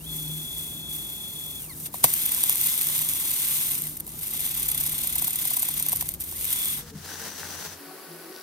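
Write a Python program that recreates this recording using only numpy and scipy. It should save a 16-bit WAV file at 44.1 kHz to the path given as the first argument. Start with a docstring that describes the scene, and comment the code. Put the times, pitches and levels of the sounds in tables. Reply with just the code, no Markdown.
"""Indoors, in a humming room, a two-port microphone close to an open plastic ball gearbox. A hand-held
stepper motor spins it back and forth: loose steel balls rattle and clack twice a turn, play in the gear
knocks the case, the coils whine. Some sound bounces off hands and table. Two short scenes follow:
the gearbox with its lid on, running fast, then an open, slow and quiet run."""
import sys
import numpy as np
from scipy import signal
from scipy.fft import rfft, irfft, next_fast_len
from scipy.io import wavfile
from scipy.ndimage import uniform_filter1d

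SR = 44100
rng = np.random.default_rng(int(sys.argv[2]) if len(sys.argv) > 2 else 0)


def persist_wave(psi):
    """Save psi, clipped to +-1, as 16-bit WAV."""
    counts = np.round(np.clip(psi, -1, 1) * 32767).astype(np.int16)
    wavfile.write(sys.argv[1], SR, np.atleast_2d(counts).T)


N = 371322
TIME, FFT_SIZE = np.arange(N) / SR, next_fast_len(N + 4096)
FREQ = np.fft.rfftfreq(FFT_SIZE, 1 / SR)

SHAFT_HZ = 17.126  # at full speed
FIRST_STOP_S, RUN_S, RAMP_S = -.24, 2.14, .31  # the shaft brakes evenly and turns back every RUN_S

# one row per run between stops: (throb phase [rad], throb depth [dB], body rattle [dB],
# step whine at start [dB], at end [dB], upper twin tone [dB], coil tones [dB])
RUNS = [(3.05, 0.7, -18.5, -42, -44, -10, -43), (3.2, 1, -15, -43, -51, -7, -39),
        (4.9, 2.5, -13.5, -53, -53.5, 1.5, -41), (7.8, 0.5, -13.5, -50.5, -48, 4, -46)]
# rattle at full speed, as the fingers damp or free the gear: (time [s], level [dB])
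RATTLE_LEVEL = [(0, -40), (.16, -31.5), (.3, -34.5), (.55, -33.5), (.88, -38), (.93, -32.5), (1.58, -36),
                (1.67, -36.5), (1.83, -24), (1.9, -28), (1.96, -21.5), (2.02, -28.5), (2.06, -20),
                (2.25, -23.5), (2.65, -23), (3.0, -24), (3.75, -24.5), (4.21, -28.5), (4.45, -28),
                (4.75, -28), (5.0, -28.5), (5.2, -27), (5.86, -28), (6.05, -27.5), (6.3, -26), (6.45, -26),
                (6.7, -26), (6.77, -28.5), (6.9, -58)]
# ring of the steel balls: (frequency [Hz], gain [dB])
BALL_COLOUR = [(5000, -17.5), (6500, -9.5), (8200, -6.5), (9600, 1.5), (10400, 0.5), (11500, 2), (12800, 3),
               (15000, 1)]
# ring of the plastic body: (frequency [Hz], gain [dB])
BODY_COLOUR = [(500, -14.5), (750, -12.5), (1100, -7), (1350, -9.5), (1880, -7), (2050, -0.5), (2300, -3.5),
               (3200, 0), (3420, 1.5), (3750, 1.5), (4100, -3), (4600, -7), (6200, -1), (8000, -1),
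               (10000, -11)]
# balls tumble over while the shaft creeps: (time [s], level [dB], decay [s])
TUMBLES = [(1.859, -30, 0.013), (1.941, -30.5, 0.0062), (2.0415, -7, 0.0063), (5.921, -29, 0.005),
           (6.011, -27, 0.0067), (6.112, -43, 0.02), (6.144, -35.5, 0.0072), (6.207, -33, 0.013)]
# hard clacks, often two or three to a half turn: (time [s], strength [dB])
HARD_CLACKS = [(1.9434, -27), (2.0421, 2), (2.1397, -10), (2.2188, -21), (2.2562, -21), (2.2628, -13),
               (2.3207, -13), (2.433, -15), (2.4382, -9), (2.4965, -7), (2.5048, -17), (2.5274, -16),
               (2.5575, -19), (2.614, -15), (2.6712, -15), (2.7783, -17), (2.819, -19), (2.8705, -16),
               (2.8884, -22), (2.98, -22), (2.991, -15), (3.0171, -18), (3.0215, -17), (3.0897, -17),
               (3.0973, -17.5), (3.1361, -19), (3.3082, -18), (3.3153, -18), (3.4778, -21), (3.4867, -24),
               (3.5957, -27), (3.6634, -24), (3.7186, -18), (3.7533, -23), (3.8209, -23), (3.871, -25),
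               (3.8767, -28), (3.8956, -27), (3.9703, -25), (3.9741, -29), (4.001, -24.5), (4.0057, -24),
               (4.068, -30), (4.0786, -30), (4.0926, -32), (4.12, -31), (4.1922, -25.5), (4.2137, -33),
               (4.2243, -34), (4.233, -25), (4.2434, -30), (4.2624, -28), (4.2691, -31), (4.2812, -26),
               (4.337, -24), (4.3447, -28), (4.3953, -22), (4.4056, -20.5), (4.4455, -22), (4.4539, -21),
               (4.4648, -19), (4.4932, -25), (4.5432, -24.5), (4.5663, -27), (4.5763, -25), (4.5974, -23),
               (4.6305, -20.5), (4.6853, -16), (4.6887, -20.5), (4.7017, -21), (4.7162, -15.5),
               (4.7479, -20), (4.7787, -19), (4.8032, -25), (4.8094, -19), (4.838, -21), (4.8423, -29),
               (4.8643, -16.5), (4.8722, -23), (4.8957, -23), (4.9217, -23), (4.929, -25), (4.9577, -28),
               (4.9819, -27), (4.9876, -28), (5.0161, -24), (5.0369, -25), (5.0411, -24), (5.0733, -19),
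               (5.1271, -20), (5.1568, -15), (5.184, -16.5), (5.1941, -24), (5.222, -15.5), (5.2455, -15.5),
               (5.2572, -31), (5.2724, -22), (5.2804, -19), (5.3076, -21), (5.3332, -19), (5.3994, -28),
               (5.454, -18), (5.4732, -21), (5.4796, -24), (5.5058, -16.5), (5.5367, -17), (5.5676, -18.5),
               (5.5722, -21), (5.5955, -18), (5.603, -25), (5.6234, -18), (5.6306, -17.5), (5.6883, -16),
               (5.7164, -28), (5.741, -22), (5.7786, -23), (5.7985, -19), (5.826, -17), (5.865, -18),
               (5.8869, -16), (5.8955, -20), (5.9221, -26), (5.9303, -12.5), (5.9359, -30), (5.9563, -26),
               (5.961, -18), (5.9711, -19), (6.0106, -19), (6.0255, -19), (6.0902, -14), (6.1196, -29),
               (6.1403, -23.5), (6.147, -32), (6.2025, -26), (6.2082, -20), (6.2161, -25), (6.2208, -28),
               (6.2394, -27), (6.2433, -26), (6.2501, -32), (6.278, -31), (6.3142, -26), (6.3256, -25),
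               (6.4051, -28), (6.413, -27), (6.445, -19), (6.4535, -19), (6.6187, -18), (6.6461, -20),
               (6.6572, -18), (6.684, -20), (6.7039, -24), (6.7321, -22)]
# neighbours jostle after a snap, more as the cage runs loose: (time [s], jostle [dB], leading tick [dB])
JOSTLE = [(0, -26, 6), (2.1, -26, 6), (2.3, -21, 14), (3.9, -24, 11), (4.4, -10, 0), (5.8, -9.5, 0),
          (5.9, -18, 4), (6.2, -19, 0)]
# stretches of regular soft clacks and knocks: (start [s], end [s], clack strength [dB], knock lag [s])
BEATS = [(2.2613, 3.85, -26, .0005), (4.3371, 5.87, -26, .007), (6.4454, 6.76, -29, .05)]
# knocks on the case, hardest around the stops: (time [s], strength [dB])
KNOCKS = [(1.942, -26), (2.042, -9), (2.258, -49), (2.312, -39), (2.379, -35), (2.438, -31), (2.496, -27.5),
          (2.551, -38), (2.612, -44), (2.661, -37), (2.719, -39), (2.841, -47), (2.897, -36), (2.961, -37),
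          (3.013, -35), (3.072, -42), (3.165, -41), (3.249, -36), (4.075, -45), (4.693, -45),
          (4.754, -41.5), (4.811, -41), (4.866, -42), (5.043, -40), (5.162, -36), (5.221, -32),
          (5.28, -35.5), (5.454, -36), (5.513, -34), (5.571, -32.5), (5.629, -35), (5.689, -35),
          (5.805, -36), (5.864, -36), (5.923, -36), (5.931, -28), (6.023, -30.5), (6.324, -40),
          (6.785, -42)]
# modes of the case: (frequency [Hz], gain [dB], t60 [s])
CASE_MODES = [(485, -2, 0.03), (658, 5, 0.015), (753, 5, 0.026), (968, 6, 0.022), (1130, 2, 0.024),
              (274, -15, 0.07), (136, -9.5, 0.074)]
# the grip damps or frees the middle case modes: (time [s], gain [dB])
GRIP = [(2.04, -1), (2.2, -10), (3.85, -7), (4.2, 5.5), (6.8, -3)]
# coil tones: (frequency [cycles per turn], level [dB])
COIL_TONES = [(50, -27), (150, -22), (217.5, -17), (250, -19), (300, -29), (350, -24), (400, -18),
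              (401, -17), (550, -11), (600, -17), (700, -15), (750, -13)]
# frame resonances that the step whine glides through: (speed [share of full], gain [dB])
FRAME_GAIN = [(0, -45), (.5, -24), (.6, -9), (.67, -16), (.76, -19), (.83, -7), (.89, -20), (.94, -6),
              (1, 0)]
# lid on: (time [s], grind [dB], hum [dB])
LID_LEVELS = [(6.75, -22, -48), (6.85, -47, -55), (6.905, -42, -53), (6.925, -58, -48), (6.955, -45.5, -39),
              (7.0, -43.5, -45), (7.11, -36, -73), (7.3, -37, -65), (7.67, -35.5, -63), (7.76, -43, -61),
              (7.85, -44, -71)]
# grind heard through the lid: (frequency [Hz], gain [dB])
LID_COLOUR = [(71, -56), (120, -14), (147, 1), (282, -4.5), (451, -2), (499, -5.5), (735, -5), (1150, -6),
              (1550, -3.5), (1900, -5), (2340, -11), (2750, -9), (5630, -5.5), (6100, -4.5), (6900, -8),
              (11500, -10), (12700, -11.5), (15600, -9.5)]
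# lid-on whine at full speed: (frequency [Hz], level [dB])
LID_TONES = [(1534, -60), (3908, -64), (5900, -54), (5927, -53), (5959, -50), (8619, -66), (9717, -67),
             (11854, -63), (13340, -65)]
# lid-on spin-up: (time [s], speed [share of full])
LID_SPEED = [(6.93, .12), (7.105, 1), (8, 1)]
# taps inside the closed box: (time [s], strength [dB])
LID_TAPS = [(7.0903, -31), (7.1167, -30), (7.1561, -33), (7.1965, -34), (7.2245, -32), (7.2903, -36),
            (7.3182, -34), (7.3976, -44), (7.412, -37), (7.4315, -26.5), (7.4524, -32), (7.5013, -35),
            (7.5203, -41), (7.5353, -45), (7.5557, -40), (7.5896, -34), (7.6081, -41), (7.624, -35),
            (7.659, -29), (7.6914, -35)]
# modes of the closed box: (frequency [Hz], gain [dB], t60 [s])
LID_MODES = [(830, -6.5, 0.023), (1550, 0.5, .016), (1910, -3, .014), (2710, -9, .01)]
# slow run: (time [s], hum [dB], step tones [dB])
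SLOW_LEVELS = [(7.76, -63, -66), (7.78, -78, -68), (7.892, -55, -52), (7.924, -61, -55), (8.056, -71, -54),
               (8.088, -54, -61), (8.112, -47.5, -54.5), (8.392, -71, -53), (8.42, -71, -59)]
# slow rolling: (frequency [Hz], gain [dB])
SLOW_COLOUR = [(40, -42), (71, -40), (120, -37), (150, -25), (226, -15.5), (368, -9.5), (499, -12.5),
               (1020, -17), (1500, -18), (3520, -25.5), (4590, -20.5), (6620, -27.5), (9360, -24),
               (11000, -19.5), (13200, -24), (15600, -22.5)]
# slow step tones: (frequency [Hz], level [dB])
SLOW_TONES = [(371.4, 2), (748, -6.5), (1125, -9), (1497, -6.5), (1868, -14), (12592, -20)]
# small ticks in the slow run: (time [s], strength [dB])
SLOW_TICKS = [(8.117, -38), (8.3265, -38), (8.3434, -41), (8.3504, -39), (8.3624, -31), (8.3744, -40),
              (8.386, -37), (8.3984, -41), (8.4103, -35)]
# modes those ticks ring: (frequency [Hz], gain [dB], t60 [s])
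SLOW_MODES = [(3870, -2, .005), (4700, -0.5, .005), (5600, 2, 0.0045)]
# brief low tones: (time [s], frequency [Hz], level [dB], rise [s], fall [s])
BLIPS = [(6.96, 205, -45, .017, .03), (6.93, 290, -44, .012, .02), (6.93, 440, -43.5, .012, .02),
         (6.84, 480, -48, .02, .03), (7.22, 460, -42.5, .02, .03), (7.65, 856, -46, .01, .015),
         (7.82, 282, -46, .04, .12), (8.13, 345, -45, .03, .04), (8.25, 325, -46, .06, .08)]
# room tone: (time [s], hum [dB], rumble [dB])
ROOM_LEVELS = [(0, -48, -48), (.3, -38, -55), (.5, -48.5, -52), (1.0, -48, -52), (1.1, -60, -57.5),
               (1.8, -50, -54), (1.95, -54.5, -57), (2.8, -59, -57), (3.0, -46, -58), (3.16, -59, -56),
               (3.6, -53, -58), (3.91, -46.5, -54), (3.98, -55, -56), (4.66, -52, -52), (4.8, -45, -47),
               (5.55, -58, -58), (5.82, -48.5, -55), (6.1, -48.5, -47.5), (6.22, -74, -51),
               (6.85, -54, -52)]
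# distant air noise: (frequency [Hz], gain [dB])
AIR_COLOUR = [(80, -9.5), (120, 2.5), (250, 0), (350, -3), (500, -10.5), (900, -13), (1500, -20),
              (2500, -24), (6000, -20.5), (15000, -20)]
# bounce off hands and table: (frequency [Hz], gain [dB])
BOUNCE_COLOUR = [(400, -11), (1000, 3), (2500, 0.5), (4000, 0.5), (6500, 2.5), (8200, -0.5), (10600, -5.5),
                 (11700, -51), (15000, -13.5)]
# close sound at the microphone: (frequency [Hz], left port's lead [rad])
PORT_PHASE = [(0, 0), (1980, 0), (3450, 2.4), (4310, 1.6), (4740, .2), (7150, -1.2), (8300, 0), (9650, 0),
              (10650, -np.pi), (11750, -np.pi), (12750, -2 * np.pi), (13650, -2 * np.pi),
              (14700, -3 * np.pi)]
# level gap between the ports: (frequency [Hz], left minus right [dB])
PORT_BALANCE = [(60, 2.5), (110, 2.0), (200, 2.5), (380, 3.0), (700, 2.5), (1290, 3.0), (2380, 2.5),
                (4400, 6.0), (8120, 0.5), (15000, 0.0)]
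# sound from all round at the two ports: (frequency [Hz], likeness [0-1])
PORT_LIKENESS = [(60, 0.3), (130, 0.94), (290, 0.77), (640, 0.4), (1410, 0.53), (3100, 0.5), (6820, 0.08),
                 (15000, 0.5)]


def open_gearbox():
    """Close to the microphone: the shaft's stop-and-go motion drives the rattle and the whine."""
    run, since_stop = np.divmod(TIME - FIRST_STOP_S, RUN_S)
    nearest_stop_s = np.minimum(since_stop, RUN_S - since_stop)
    speed = np.minimum(nearest_stop_s / RAMP_S, 1)
    turns = np.cumsum(SHAFT_HZ * speed) / SR
    settings = np.array(RUNS)[np.minimum(run.astype(int), len(RUNS) - 1)].T
    rattle = ball_rattle(speed, turns, nearest_stop_s, *settings[:3])
    whine = motor_whine(speed, turns, since_stop, *settings[3:])
    return close_pickup(rattle[0] + ball_clacks() + case_knocks() + whine, bounced=rattle[1:])


def ball_rattle(speed, turns, nearest_stop_s, throb_phase, depth_db, body_db):
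    """Loose balls throb twice a turn with the oval cam: one direct signal, then two for the bounce."""
    throb_db = depth_db * np.cos(4 * np.pi * turns + throb_phase)
    still_db = -10.5 * np.exp(-(nearest_stop_s / .032) ** 2)  # the balls settle at each stop
    roll = undb(curves(RATTLE_LEVEL)[0] - 13 * (1 - speed) + still_db)
    tumble = sum(undb(db) * swell(s, decay / 3, decay) for s, db, decay in TUMBLES)
    uneven = undb(1.5 * walk(150) + 1.36 * walk(16)) * span(-1, 6.8, .049)
    pushes = np.array([impacts(2500, 3.63, .97), *rng.standard_normal((2, N))])
    balls = roll * undb(throb_db) + tumble
    body = roll * undb(body_db - 3 * (1.5 - speed) + .35 * throb_db) + tumble * undb(-13.5)
    return uneven * (unit(colour(pushes, BALL_COLOUR)) * balls + unit(colour(pushes, BODY_COLOUR)) * body)


def ball_clacks(snap_s=.001, jostle_lag_s=.0031, jostle_s=.0056):
    """Balls snap over a tooth: one hard tick leads a short cluster from the neighbours."""
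    when, db, _ = beats(per_turn=2).T
    jitter, scatter = rng.standard_normal((len(when), 2)).T
    soft = np.transpose([when + .00083 * jitter, db + 4 * scatter])
    tick = impulses(np.vstack([HARD_CLACKS, soft[clear_of(when, HARD_CLACKS, gap_turns=.25)]]))
    lag = np.arange(-1000, 1001) / SR
    snap_shape = np.exp(np.where(lag < 0, .79 * lag, -lag) / snap_s)
    jostle_shape = np.exp(-((lag - jostle_lag_s) / jostle_s) ** 2)
    jostle_db, lead_db = curves(JOSTLE)
    burst = signal.fftconvolve(tick, snap_shape, "same")
    burst += undb(jostle_db) * signal.fftconvolve(tick, jostle_shape, "same")
    snap = impacts(7000, 2.2, .7) * burst + undb(lead_db) * tick
    return undb(2.5) * colour(snap, BALL_COLOUR) + undb(-13) * colour(snap, BODY_COLOUR)


def case_knocks(lead_s=.0011, tail_t60=.26):
    """Play in the gear gives the plastic case a soft push about once a turn; the table rings on."""
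    beat, _, lag = beats(per_turn=.99).T
    beat = beat + lag
    faint = np.transpose([beat, -48 + 2 * rng.standard_normal(len(beat))])
    when, peak_db = np.vstack([KNOCKS, faint[clear_of(beat, KNOCKS, gap_turns=.5)]]).T
    push = lambda db: np.convolve(impulses(zip(when - lead_s, db)), np.hanning(30) / 14.5)[:N]
    high = push(peak_db)
    middle = high * undb(curves(GRIP)[0])
    low = push(peak_db + .26 * (peak_db - peak_db.max()))  # softer blows lose extra bass
    case = undb(-6) * sum((-1) ** k * undb(db) * ring(low if hz < 550 else middle if hz < 850 else high,
                                                      hz, t60)
                          for k, (hz, db, t60) in enumerate(CASE_MODES))
    age = TIME[:SR // 3]
    tail = rng.standard_normal(len(age)) * undb(-60 * age / tail_t60)
    return case + undb(-19) * signal.fftconvolve(case, tail / np.linalg.norm(tail))[:N]


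def motor_whine(speed, turns, since_stop, start_db, end_db, twin_db, coil_db):
    """The stepper's coils sing at multiples of the shaft rate, with twin tones around 200 a turn."""
    step_db = start_db + (end_db - start_db) * since_stop / RUN_S
    step_db += np.interp(speed, *np.transpose(FRAME_GAIN))
    twins = tones([(199, 0)], turns, 2.4) + undb(twin_db) * tones([(201, 0)], turns, 4.5)
    whine = undb(step_db) * twins
    whine += undb(coil_db - 55 * (1 - speed)) * tones(COIL_TONES, turns, 3)
    # on braking, side tones at half and double the step rate swell through a case resonance
    braking = (since_stop > RUN_S / 2) * undb(end_db - 8)
    resonance = lambda at_speed: np.exp(-((speed - at_speed) / .081) ** 2)
    whine += braking * resonance(.65) * tones([(100, -6)], turns, 3)
    whine += braking * resonance(.59) * tones([(400, -2)], turns, 3.7)
    return whine * span(.061, 6.72, .12)


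def lidded_gearbox():
    """The closed box runs fast: a duller grind, taps and a high step whine over hum and rumble."""
    grind_db, hum_db = curves(LID_LEVELS)
    speed = curves(LID_SPEED)[0]
    flutter = undb(1.9 * walk(45))
    mid, side = (undb(grind_db) * unit(colour(impacts(3000, 3.8, 1.3) * flutter, LID_COLOUR))
                 for _ in range(2))
    whine = tones(LID_TONES, np.cumsum(speed) / SR, 2.5) * undb(-10 * (1 - speed))
    whine *= span(7.065, 9, .04) * span(0, 7.7, .1)
    mid += whine + undb(-1.5) * taps(LID_TAPS, LID_MODES)
    mid += undb(hum_db) * (drone(162, .35) + .7 * drone(209, .13)) + undb(-54) * drone(86.7, .67)
    return diffuse_pickup(mid, side + .6 * whine, left_db=2.5) * span(6.84, 7.73, .075)


def slow_gearbox():
    """The open box turns slowly: soft rolling, small ticks, low step tones and a hum."""
    hum_db, tone_db = curves(SLOW_LEVELS)
    mid, side = (undb(-43) * unit(colour(impacts(4000, 1.5, 1.5), SLOW_COLOUR)) for _ in range(2))
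    mid += undb(1) * taps(SLOW_TICKS, SLOW_MODES)
    mid += undb(tone_db) * tones(SLOW_TONES, TIME, 4.7)
    mid += undb(hum_db + 1.5 * walk(10)) * hum(158, 3.8)
    return diffuse_pickup(mid, side, left_db=1.8) * span(7.8, 9, .1)


def blips():
    """Brief low tones in the two short scenes, a little left of centre."""
    x = sum(undb(db) * swell(s, rise, fall) * np.sin(2 * np.pi * hz * TIME)
            for s, hz, db, rise, fall in BLIPS)
    return x * undb([[1.2], [-1.2]])


def room_tone():
    """Behind the first scene: distant air noise, a wavering hum and deep rumble."""
    hum_db, rumble_db = curves(ROOM_LEVELS)
    air_gain = undb(-47 + .24 * walk(3.3))
    mid, side = (air_gain * unit(colour(rng.standard_normal(N), AIR_COLOUR)) for _ in range(2))
    mid += undb(hum_db + 2.5 * walk(14)) * (hum(153.6, 3.12) + .26 * drone(295.3, .11))
    mid += undb(rumble_db) * (drone(56.8, .52) + .91 * drone(85, .15))
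    return diffuse_pickup(mid, side, left_db=2.9) * span(-1, 6.78, .25)


def close_pickup(source, bounced):
    """The two ports hear a near source with a phase and level gap; bounced sound arrives unrelated."""
    gain, lead = undb(per_bin(PORT_BALANCE) / 2), np.exp(.5j * per_bin(PORT_PHASE))
    direct = rfft(source, FFT_SIZE) * np.array([lead, 1 / lead])
    bounce = rfft(colour(bounced, BOUNCE_COLOUR), FFT_SIZE)
    return irfft((direct + bounce) * np.array([gain, 1 / gain]), FFT_SIZE)[:, :N]


def diffuse_pickup(mid, side, left_db):
    """Sound from all round reaches the ports most alike in the upper bass, less so in the treble."""
    likeness = np.clip(per_bin(PORT_LIKENESS), 0, .99)
    common = rfft(mid, FFT_SIZE) * np.sqrt((1 + likeness) / 2)
    apart = rfft(side, FFT_SIZE) * np.sqrt((1 - likeness) / 2)
    pair = irfft(np.array([common + apart, common - apart]), FFT_SIZE)[:, :N]
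    return pair * undb([[left_db / 2], [-left_db / 2]])


def impacts(per_s, spread_db, bed):
    """Random ball impacts of very uneven size over a bed of rolling noise."""
    chance, sign, size = rng.random((3, N))
    hits = (chance < per_s / SR) * np.sign(sign - .5) * undb(-spread_db * np.log(size + .0029))
    return unit(unit(hits) + bed * rng.standard_normal(N))


def beats(per_turn):
    """(time [s], clack strength [dB], knock lag [s]) at every beat of the turning shaft."""
    period = 1 / (per_turn * SHAFT_HZ)
    return np.array([(s, db, lag) for t0, t1, db, lag in BEATS for s in np.arange(t0, t1, period)])


def clear_of(when, events, gap_turns):
    """True for times more than gap_turns from every listed event."""
    return np.abs(when[:, None] - np.array(events)[:, 0]).min(axis=1) * SHAFT_HZ > gap_turns


def taps(blows, modes):
    """Short blows ring a few modes."""
    x = impulses(blows)
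    return sum((-1) ** k * undb(db) * ring(x, hz, t60) for k, (hz, db, t60) in enumerate(modes))


def tones(table, cycles, waver_db):
    """Sines locked to a running phase, each wavering in level, slowly and in a quick grain."""
    return np.sqrt(2) * sum(undb(db + waver_db * (.35 * walk(12) + 1.3 * walk(120)))
                            * np.sin(2 * np.pi * (k * cycles + rng.random())) for k, db in table)


def hum(hz, drift_hz):
    """A low tone whose pitch drifts a little."""
    return np.sqrt(2) * np.sin(2 * np.pi * np.cumsum(hz + drift_hz * walk(6)) / SR)


def drone(hz, t60):
    """A wavering low tone: noise in one narrow resonance."""
    return unit(ring(rng.standard_normal(N), hz, t60))


def ring(x, hz, t60):
    """One damped mode."""
    radius, angle = np.exp(-np.log(1000) / (t60 * SR)), 2 * np.pi * hz / SR
    return signal.lfilter([np.sin(angle)], [1, -2 * radius * np.cos(angle), radius ** 2], x + 1e-18)


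def colour(x, table):
    """Causal filter with the gains of a (frequency [Hz], gain [dB]) table, via the folded cepstrum."""
    bass_cut_db = -30 * np.log2(np.clip(table[0][0] / (FREQ + 1), 1, 64))
    cepstrum = irfft(np.log(undb(per_bin(table) + bass_cut_db)), FFT_SIZE)
    cepstrum[1:FFT_SIZE // 2] *= 2
    cepstrum[FFT_SIZE // 2 + 1:] = 0
    return irfft(rfft(x, FFT_SIZE) * np.exp(rfft(cepstrum)), FFT_SIZE)[..., :N]


def impulses(rows):
    """One sample for each (time [s], level [dB]) row."""
    x = np.zeros(N)
    for s, db in rows:
        x[int(s * SR)] = undb(db)
    return x


def walk(rate):
    """Random levels held 1 / rate s and smoothed twice."""
    held = np.repeat(rng.standard_normal(int(N / SR * rate) + 2), 8)
    smooth = uniform_filter1d(uniform_filter1d(held, 8), 8)
    return np.interp(TIME * rate * 8, np.arange(len(smooth)), smooth)


def swell(peak_s, rise, fall):
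    """A peak with exponential flanks."""
    age = TIME - peak_s
    return np.exp(np.maximum(np.where(age < 0, age / rise, -age / fall), -30))


def span(start, end, fade):
    """A gain that fades in before start and out after end."""
    return np.clip((TIME - start) / fade + 1, 0, 1) * np.clip((end - TIME) / fade + 1, 0, 1)


def curves(table):
    """Each value column of a time table at every sample."""
    times, *columns = np.transpose(table)
    return [np.interp(TIME, times, column) for column in columns]


def per_bin(table):
    """A frequency table at every FFT bin."""
    hz, values = np.transpose(table)
    return np.interp(np.log(FREQ + 1), np.log(hz + 1), values)


def undb(db):
    return np.exp(np.log(10) / 20 * np.asarray(db))


def unit(x):
    return x / np.sqrt(np.mean(x ** 2))


def scene():
    """The open gearbox over the room tone, then the lid-on run and the slow run."""
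    return open_gearbox() + room_tone() + lidded_gearbox() + slow_gearbox() + blips()


def record(dry, low_cut_hz=17, top_hz=15750):
    """The recorder drops the deepest bass, rounds the loudest peak and cuts the top."""
    low_cut = signal.butter(2, low_cut_hz, "high", fs=SR, output="sos")
    top_cut = signal.ellip(12, .2, 80, top_hz, fs=SR, output="sos")
    return signal.sosfilt(top_cut, np.tanh(signal.sosfilt(low_cut, dry)))


dry = scene()
out = record(dry)
persist_wave(out)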